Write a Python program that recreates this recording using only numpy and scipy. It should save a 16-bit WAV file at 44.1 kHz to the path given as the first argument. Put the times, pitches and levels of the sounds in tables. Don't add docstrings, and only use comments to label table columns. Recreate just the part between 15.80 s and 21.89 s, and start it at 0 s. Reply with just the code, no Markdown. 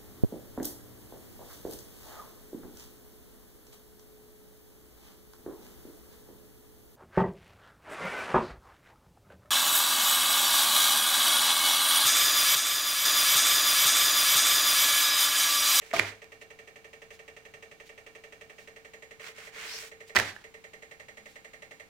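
import sys
import numpy as np
from scipy import signal
from scipy.fft import rfft, irfft
from scipy.io import wavfile

SR = 44100
rng = np.random.default_rng(int(sys.argv[2]) if len(sys.argv) > 2 else 0)


def wav_record(signal):
    frames = np.transpose(np.atleast_2d(signal))
    bounded = np.clip(frames, -1, 1)
    quanta = np.round(bounded * 32767).astype(np.int16)
    wavfile.write(sys.argv[1], SR, quanta)


N = 268569
TIME = np.arange(N) / SR
RING = TIME[:SR // 2]

# touch_s, flat_s, touch_level_db, flat_level_db, steam_level_db
SLAPS = [(0.136, 0.179, -29, -38, -38.5), (4.354, 4.38, -27, -42, -38.5)]
# frequency_hz, level_db (relative)
RUB_COLOUR = [(300, -11.5), (800, -5.5), (1300, 1), (2100, 6), (3200, -1), (5000, -5.5), (7500, -8),
              (10000, -16), (15500, -18)]


def undb(db):
    return 10 ** (np.asarray(db) / 20)


def sides(pan_db):
    return undb(np.array([[.5], [-.5]]) * pan_db)


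def curve(rows):
    times, values = np.transpose(rows)
    return np.interp(TIME, times, values)


def bell(s, half_s):
    return np.exp(-((TIME - s) / half_s) ** 2)


def fade(t60):
    return np.exp(-np.log(1000) * RING / t60)


def onset(rise_s):
    return 1 - np.exp(-RING / rise_s)


def mode(hz, t60, build_cycles=4):
    return np.sin(2 * np.pi * hz * RING) * fade(t60) * onset(build_cycles / hz)


def spectrum(points, hz):
    f, db = np.transpose(points)
    return np.interp(np.log(hz + 1), np.log(f), db)


def noise(colour, size=N, spread_hz=1500, grain_db=0):
    # frequency_hz, balance_db
    balance = [(200, 1), (700, 0.5), (1300, -3), (2400, -6), (4400, -2.5), (7300, 3.5), (9200, -6.5),
               (15000, 1)]
    hz = np.arange(size // 2 + 1) * SR / size
    sizes = np.minimum(rng.exponential(size=size // 16 + 1), 4)
    grains = undb(grain_db * np.repeat(sizes, 16)[:size])
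    mid, side = rfft(rng.standard_normal((2, size)) * grains)
    width = hz / (hz + spread_hz)
    pair = mid + side * np.array([[1], [-1]]) * width
    gains = undb(spectrum(colour, hz)) * sides(spectrum(balance, hz))
    y = irfft(pair * gains, size)
    return y / np.sqrt(np.mean(y ** 2))


def part(x, hz, kind):
    return signal.sosfiltfilt(signal.butter(2, hz, kind, fs=SR, output="sos"), x)


def brighten(x, db, hz=4200):
    return x + (undb(db) - 1) * part(x, hz, "high")


def catching(depth_db, rate_hz):
    steps = np.arange(N) * rate_hz / SR
    return undb(depth_db * np.interp(steps, np.arange(N), rng.standard_normal(N)))


def add(out, s, sound):
    i = max(int(s * SR), 0)
    out[:, i:i + sound.shape[-1]] += sound[..., :N - i]


def play(taps, ring):
    return signal.fftconvolve(taps, np.atleast_2d(ring))[:, :N]


def room(x, wet_db=-12, t60=0.35, rise_s=0.0027):
    colour = [(100, 16), (2500, 0.5), (15000, -9)]  # Hz, dB
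    tail = noise(colour, size=len(RING)) * fade(t60) * onset(rise_s)
    tail = tail / np.sqrt(np.sum(tail ** 2) / 2)
    mono = x.mean(axis=0, keepdims=True)
    return x + undb(wet_db) * signal.fftconvolve(mono, tail)[:, :N]


def kitchen(air_db=-61, tone_hz=216, tone_db=-64, tone_s=5.43, half_s=0.11):
    # (relative, per Hz)
    air_colour = [(20, -4), (50, -2), (110, -0.5), (300, -5), (600, -11), (1000, -12), (2300, -14),
                  (4000, -17), (7500, -23), (9500, -28), (15500, -27.5)]
    tone = np.sin(2 * np.pi * tone_hz * TIME) * bell(tone_s, half_s)
    return undb(air_db) * noise(air_colour, spread_hz=36) + undb(tone_db) * tone


def fizzes(grain_db=1.0, lowest_hz=2150):
    # centre_s, level_db (before the high-pass), half_length_s
    fizz_events = [(0.624, -52, 0.015), (1.345, -53.5, 0.023), (2.074, -52.5, 0.017), (2.816, -57, 0.049),
                   (4.285, -51, 0.015), (5.507, -56.5, 0.055)]
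    swell = sum(undb(db) * bell(s, half_s) for s, db, half_s in fizz_events)
    return swell * part(noise(RUB_COLOUR, grain_db=grain_db), lowest_hz, "high")


def puffs(grain_db=0.5, treble_db=-1, pan_db=-3, after_s=0.1, half_s=0.032):
    # frequency_hz, level_db (relative)
    puff_colour = [(300, -12), (1000, -6), (1500, 4.5), (2050, 5.5), (2700, -4.5), (4500, -6), (7500, -12),
                   (10000, -21.5), (15500, -24)]
    swell = sum(undb(db) * bell(flat_s + after_s, half_s) for _, flat_s, _, _, db in SLAPS)
    hiss = noise(puff_colour, spread_hz=460, grain_db=grain_db)
    return swell * brighten(hiss, treble_db) * sides(pan_db)


def rubbing(grain_db=2.0, sharpness=1.48, brighten_db_per_s=11):
    # start_s, end_s, level_db, treble_db (at mid-stroke)
    strokes = [(-.02, 0.15, -55.5, 5), (3.384, 3.545, -44.5, -1), (3.526, 3.721, -47, 0.5),
               (3.703, 3.95, -41, -1), (3.834, 4.122, -45, 6.5)]
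    grains = noise(RUB_COLOUR, spread_hz=480, grain_db=grain_db)
    grains = grains * catching(depth_db=1.4, rate_hz=200)
    out = 0
    for start, end, db, treble_db in strokes:
        along = np.clip((TIME - start) / (end - start), 0, 1)
        speed = 4 * along * (1 - along)
        tilt_db = treble_db + brighten_db_per_s * (along - .5) * (end - start)
        out = out + undb(db) * speed ** sharpness * brighten(grains, tilt_db)
    return out


def rasp(width_hz=1100, centre_s=3.94, half_s=0.058, level_db=-42, centre_hz=4900, octaves_per_s=2.3):
    hz = centre_hz * 2 ** np.clip(octaves_per_s * (TIME - centre_s), -1, 1)
    phase = 2 * np.pi * np.cumsum(hz) / SR
    inphase, quadrature = part(rng.standard_normal((2, 2, N)), width_hz, "low")
    band = (inphase * np.cos(phase) + quadrature * np.sin(phase)) / inphase.std()
    return undb(level_db) * bell(centre_s, half_s) * band


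def thuds(hob_hz=102, t60=0.39, rise_s=0.0075):
    # start_s, level_db
    landings = [(0.202, -37), (4.363, -33.5)]
    boom = np.sin(2 * np.pi * hob_hz * RING) * fade(t60) * onset(rise_s)
    out = np.zeros((2, N))
    for s, db in landings:
        add(out, s, undb(db) * boom)
    return out


def flops(grain_db=1.0, rise_s=0.0026, touch_t60=0.45, flat_t60=0.19):
    # frequency_hz, level_db (relative)
    flop_colour = [(25, -8), (50, -11), (85, 0.5), (130, -2), (250, -7.5), (400, 6), (520, -2), (780, 0.5),
                   (1300, -5), (2000, -1.5), (3200, -4.5), (6500, -11.5), (9500, -20.5), (15500, -29)]
    level = np.zeros((1, N))
    for touch_s, flat_s, touch_db, flat_db, _ in SLAPS:
        add(level, touch_s, undb(touch_db) * onset(rise_s) * fade(touch_t60))
        add(level, flat_s, undb(flat_db) * onset(rise_s) * fade(flat_t60))
    level = level * catching(depth_db=1.5, rate_hz=130)
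    return level * noise(flop_colour, spread_hz=960, grain_db=grain_db)


def smacks(crack_t60=0.012, rise_s=0.00011, left_lag_s=.00007, lowest_hz=220, crack_pan_share=0.43):
    # start_s, level_db, ring_hz, ring_t60_s, crack_db (relative to level), left_minus_right_db
    hits = [(0.1138, -27.5, 2100, 0.0064, -24, -3), (0.131, -29, 1900, 0.005, -12, -20),
            (.1355, -22, 668, 0.075, -7, 0), (0.139, -25.5, 1208, 0.049, -15, -5),
            (0.1641, -23.5, 2260, 0.016, -4, -12), (0.1929, -24.5, 2380, 0.04, 0.5, -15),
            (0.1962, -3.5, 2050, 0.0039, -16, -12), (0.4431, -41.5, 2440, 0.0066, -5, -6),
            (4.3501, -18.5, 1890, 0.0016, -11, -10), (4.3542, -24, 1440, 0.0096, -6, -8),
            (4.359, -9, 1840, 0.0027, -11, -5), (4.364, -8, 1600, 0.0033, -5, -2.5),
            (4.3679, -11.5, 1897, 0.017, -37, -12.5), (4.373, -13.5, 1920, 0.005, -42, -23),
            (4.388, -26.5, 1500, 0.0062, 9, -1), (4.399, -14.5, 1740, 0.0091, -5.5, -13),
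            (4.564, -38, 1700, 0.017, -14, -16)]
    # frequency_hz, level_db (relative)
    crack_colour = [(300, -4), (800, -2.5), (1300, -4), (2100, 6), (2800, -7), (4200, -3), (7500, -7),
                    (10000, -16.5), (15500, -17)]
    out = np.zeros((2, N))
    for s, db, hz, t60, crack_db, pan_db in hits:
        swing = np.sin(2 * np.pi * hz * (RING - np.array([[left_lag_s], [0]])))
        ring = swing * fade(t60) * onset(rise_s) * sides(pan_db)
        crack = noise(crack_colour, size=len(RING)) * fade(crack_t60) * sides(pan_db * crack_pan_share)
        add(out, s, undb(db) * (np.sqrt(2) * ring + undb(crack_db) * crack))
    return signal.sosfilt(signal.butter(2, lowest_hz, "high", fs=SR, output="sos"), out)


def tap_times(settle_s=.26):
    # first_tap_s, until_s, period_s, added_period_s (from a jolt)
    rocking = [(0.0167, .15, .09, 0), (.3146, .915, .084, .0195), (.957, 2.04, .0868, 0),
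               (2.091, 2.83, .0864, 0), (2.8735, 3.53, .087, 0), (3.578, 4.335, .0894, 0),
               (4.64, 5.51, .086, .0145), (5.556, 6.04, .0882, 0)]
    times = []
    for first, until, period, slowing in rocking:
        s = first
        while s < until:
            times.append(s)
            s += period + slowing * np.exp(-((s - first) / settle_s) ** 2)
    return times


def contact(pan_db=-4.5, return_s=.043):
    # frequency_hz, t60_s, level_db
    tick_modes = [(2723, 0.011, -42), (1970, 0.017, -39)]
    tick = sum(undb(db) * mode(hz, t60) for hz, t60, db in tick_modes) * sides(pan_db)
    knock = undb(-49.5) * mode(558, 0.034, build_cycles=2.4)
    return tick + np.interp(RING - return_s, RING, knock)


def overtones(count=90, low_hz=2800, high_hz=8600, tilt_db=-4, t60=.19):
    strengths = rng.uniform(-1, 1, (count, 2, 1))
    ring = 0
    for place, gains in zip(rng.uniform(size=count), strengths):
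        hz = low_hz * (high_hz / low_hz) ** place
        ring = ring + mode(hz, t60) * gains * undb(tilt_db * place)
    return ring / np.sqrt(count)


def rocking_pan(ring_db=-57, rattle_db=-51, rattle_t60=0.21, overtone_db=-52,
                scatter_db=-58, scatter_t60=0.16, rise_s=0.00071,
                tap_scatter_db=.5, tap_jitter_s=.0005):
    # frequency_hz, t60_s, level_db (relative), left_minus_right_db, shift_change_db
    pan_modes = [(523, 0.46, -16, 16, 3), (582.7, 0.12, 8, 1.5, 0), (632, 0.13, -13.5, -9, 15),
                 (655, 0.46, -10, -11, -6.5), (721, 0.35, -6, -4, -4.5), (783, 0.33, -8, -7.5, 2),
                 (1128, 0.17, -5.5, 7.5, 1), (1229, 0.19, -4.5, -7, -1.5), (1338, 0.13, -11, 0, -6),
                 (1817, 0.2, 2.5, -13, -2.5), (1851, 0.18, 3.5, -9, 3.5), (2002, 0.14, -9.5, -17, 14.5),
                 (2124, 0.23, -6.5, -11, 12.5), (2303, 0.33, -1.5, -15.5, -5), (2343, 0.5, -16.5, -19, 4),
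                 (2390, 0.27, -13, -9, -14), (2593, 0.074, -5.5, -31.5, -8), (2690, 0.24, -5.5, -10, 4),
                 (2770, 0.25, -1, -1, -7), (3180, 0.086, -5.5, -21.5, -1.5), (3380, 0.15, -13.5, -24, -0.5),
                 (4115, 0.26, -15, -5, 8), (4576, 0.14, -21, -10, 4), (6370, 0.37, -16, 12.5, -18),
                 (6970, 0.44, -13, 4, 8.5), (8270, 0.22, -17, -15, 2.5)]
    # frequency_hz, level_db (relative)
    rattle_colour = [(200, -13.5), (600, 7.5), (950, -3.5), (1500, -4), (1900, 5.5), (2700, -2),
                     (3600, -10), (7500, -14.5), (8800, -22.5), (15500, -24.5)]
    # frequency_hz, t60_s, level_db (relative)
    hum_modes = [(417, 0.28, -4), (448.1, 0.36, 3.5)]
    # time_s, level_db
    hum_level = [(0, -52), (.8, -53), (3.2, -53), (4.2, -51), (4.8, -51.5), (5.2, -58), (6.09, -58)]
    # time_s, share (0-1)
    shift_curve = [(0, 0.15), (2.6, 0), (3.3, 0.8), (4.6, 1), (6.09, 1)]

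    taps = np.zeros((1, N))
    for s in tap_times():
        early, strength = rng.standard_normal(2)
        add(taps, s - tap_jitter_s * early, undb([tap_scatter_db * strength]))

    rise = onset(rise_s)
    rattle = undb(rattle_db) * noise(rattle_colour, size=len(RING)) * fade(rattle_t60) * rise
    before = after = contact() + rattle + undb(overtone_db) * overtones()
    for k, (hz, t60, db, pan_db, change_db) in enumerate(pan_modes):
        left_sign = rng.choice([-1, 1]) if hz > 1000 else 1
        signs = np.array([[left_sign], [1]])
        ring = (-1) ** k * mode(hz, t60) * undb(ring_db + db) * sides(pan_db) * signs
        before = before + ring
        after = after + ring * undb(change_db)
    shift = curve(shift_curve)
    ringing = (1 - shift) * play(taps, before) + shift * play(taps, after)

    hum = sum((-1) ** k * undb(db) * mode(hz, t60) for k, (hz, t60, db) in enumerate(hum_modes))
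    humming = undb(curve(hum_level)) * play(taps, hum)

    scatter = undb(scatter_db) * play(taps, fade(scatter_t60) * rise) * noise(rattle_colour)
    return ringing + humming + scatter


def scene():
    bread = room(smacks()) + thuds() + flops() + puffs() + rubbing() + rasp() + fizzes()
    return rocking_pan() + bread + kitchen()


def record(dry, top_hz=15900):
    held = np.clip(dry, -.88, .88)
    return signal.sosfilt(signal.ellip(10, .2, 70, top_hz, fs=SR, output="sos"), held)


dry = scene()
out = record(dry)
wav_record(out)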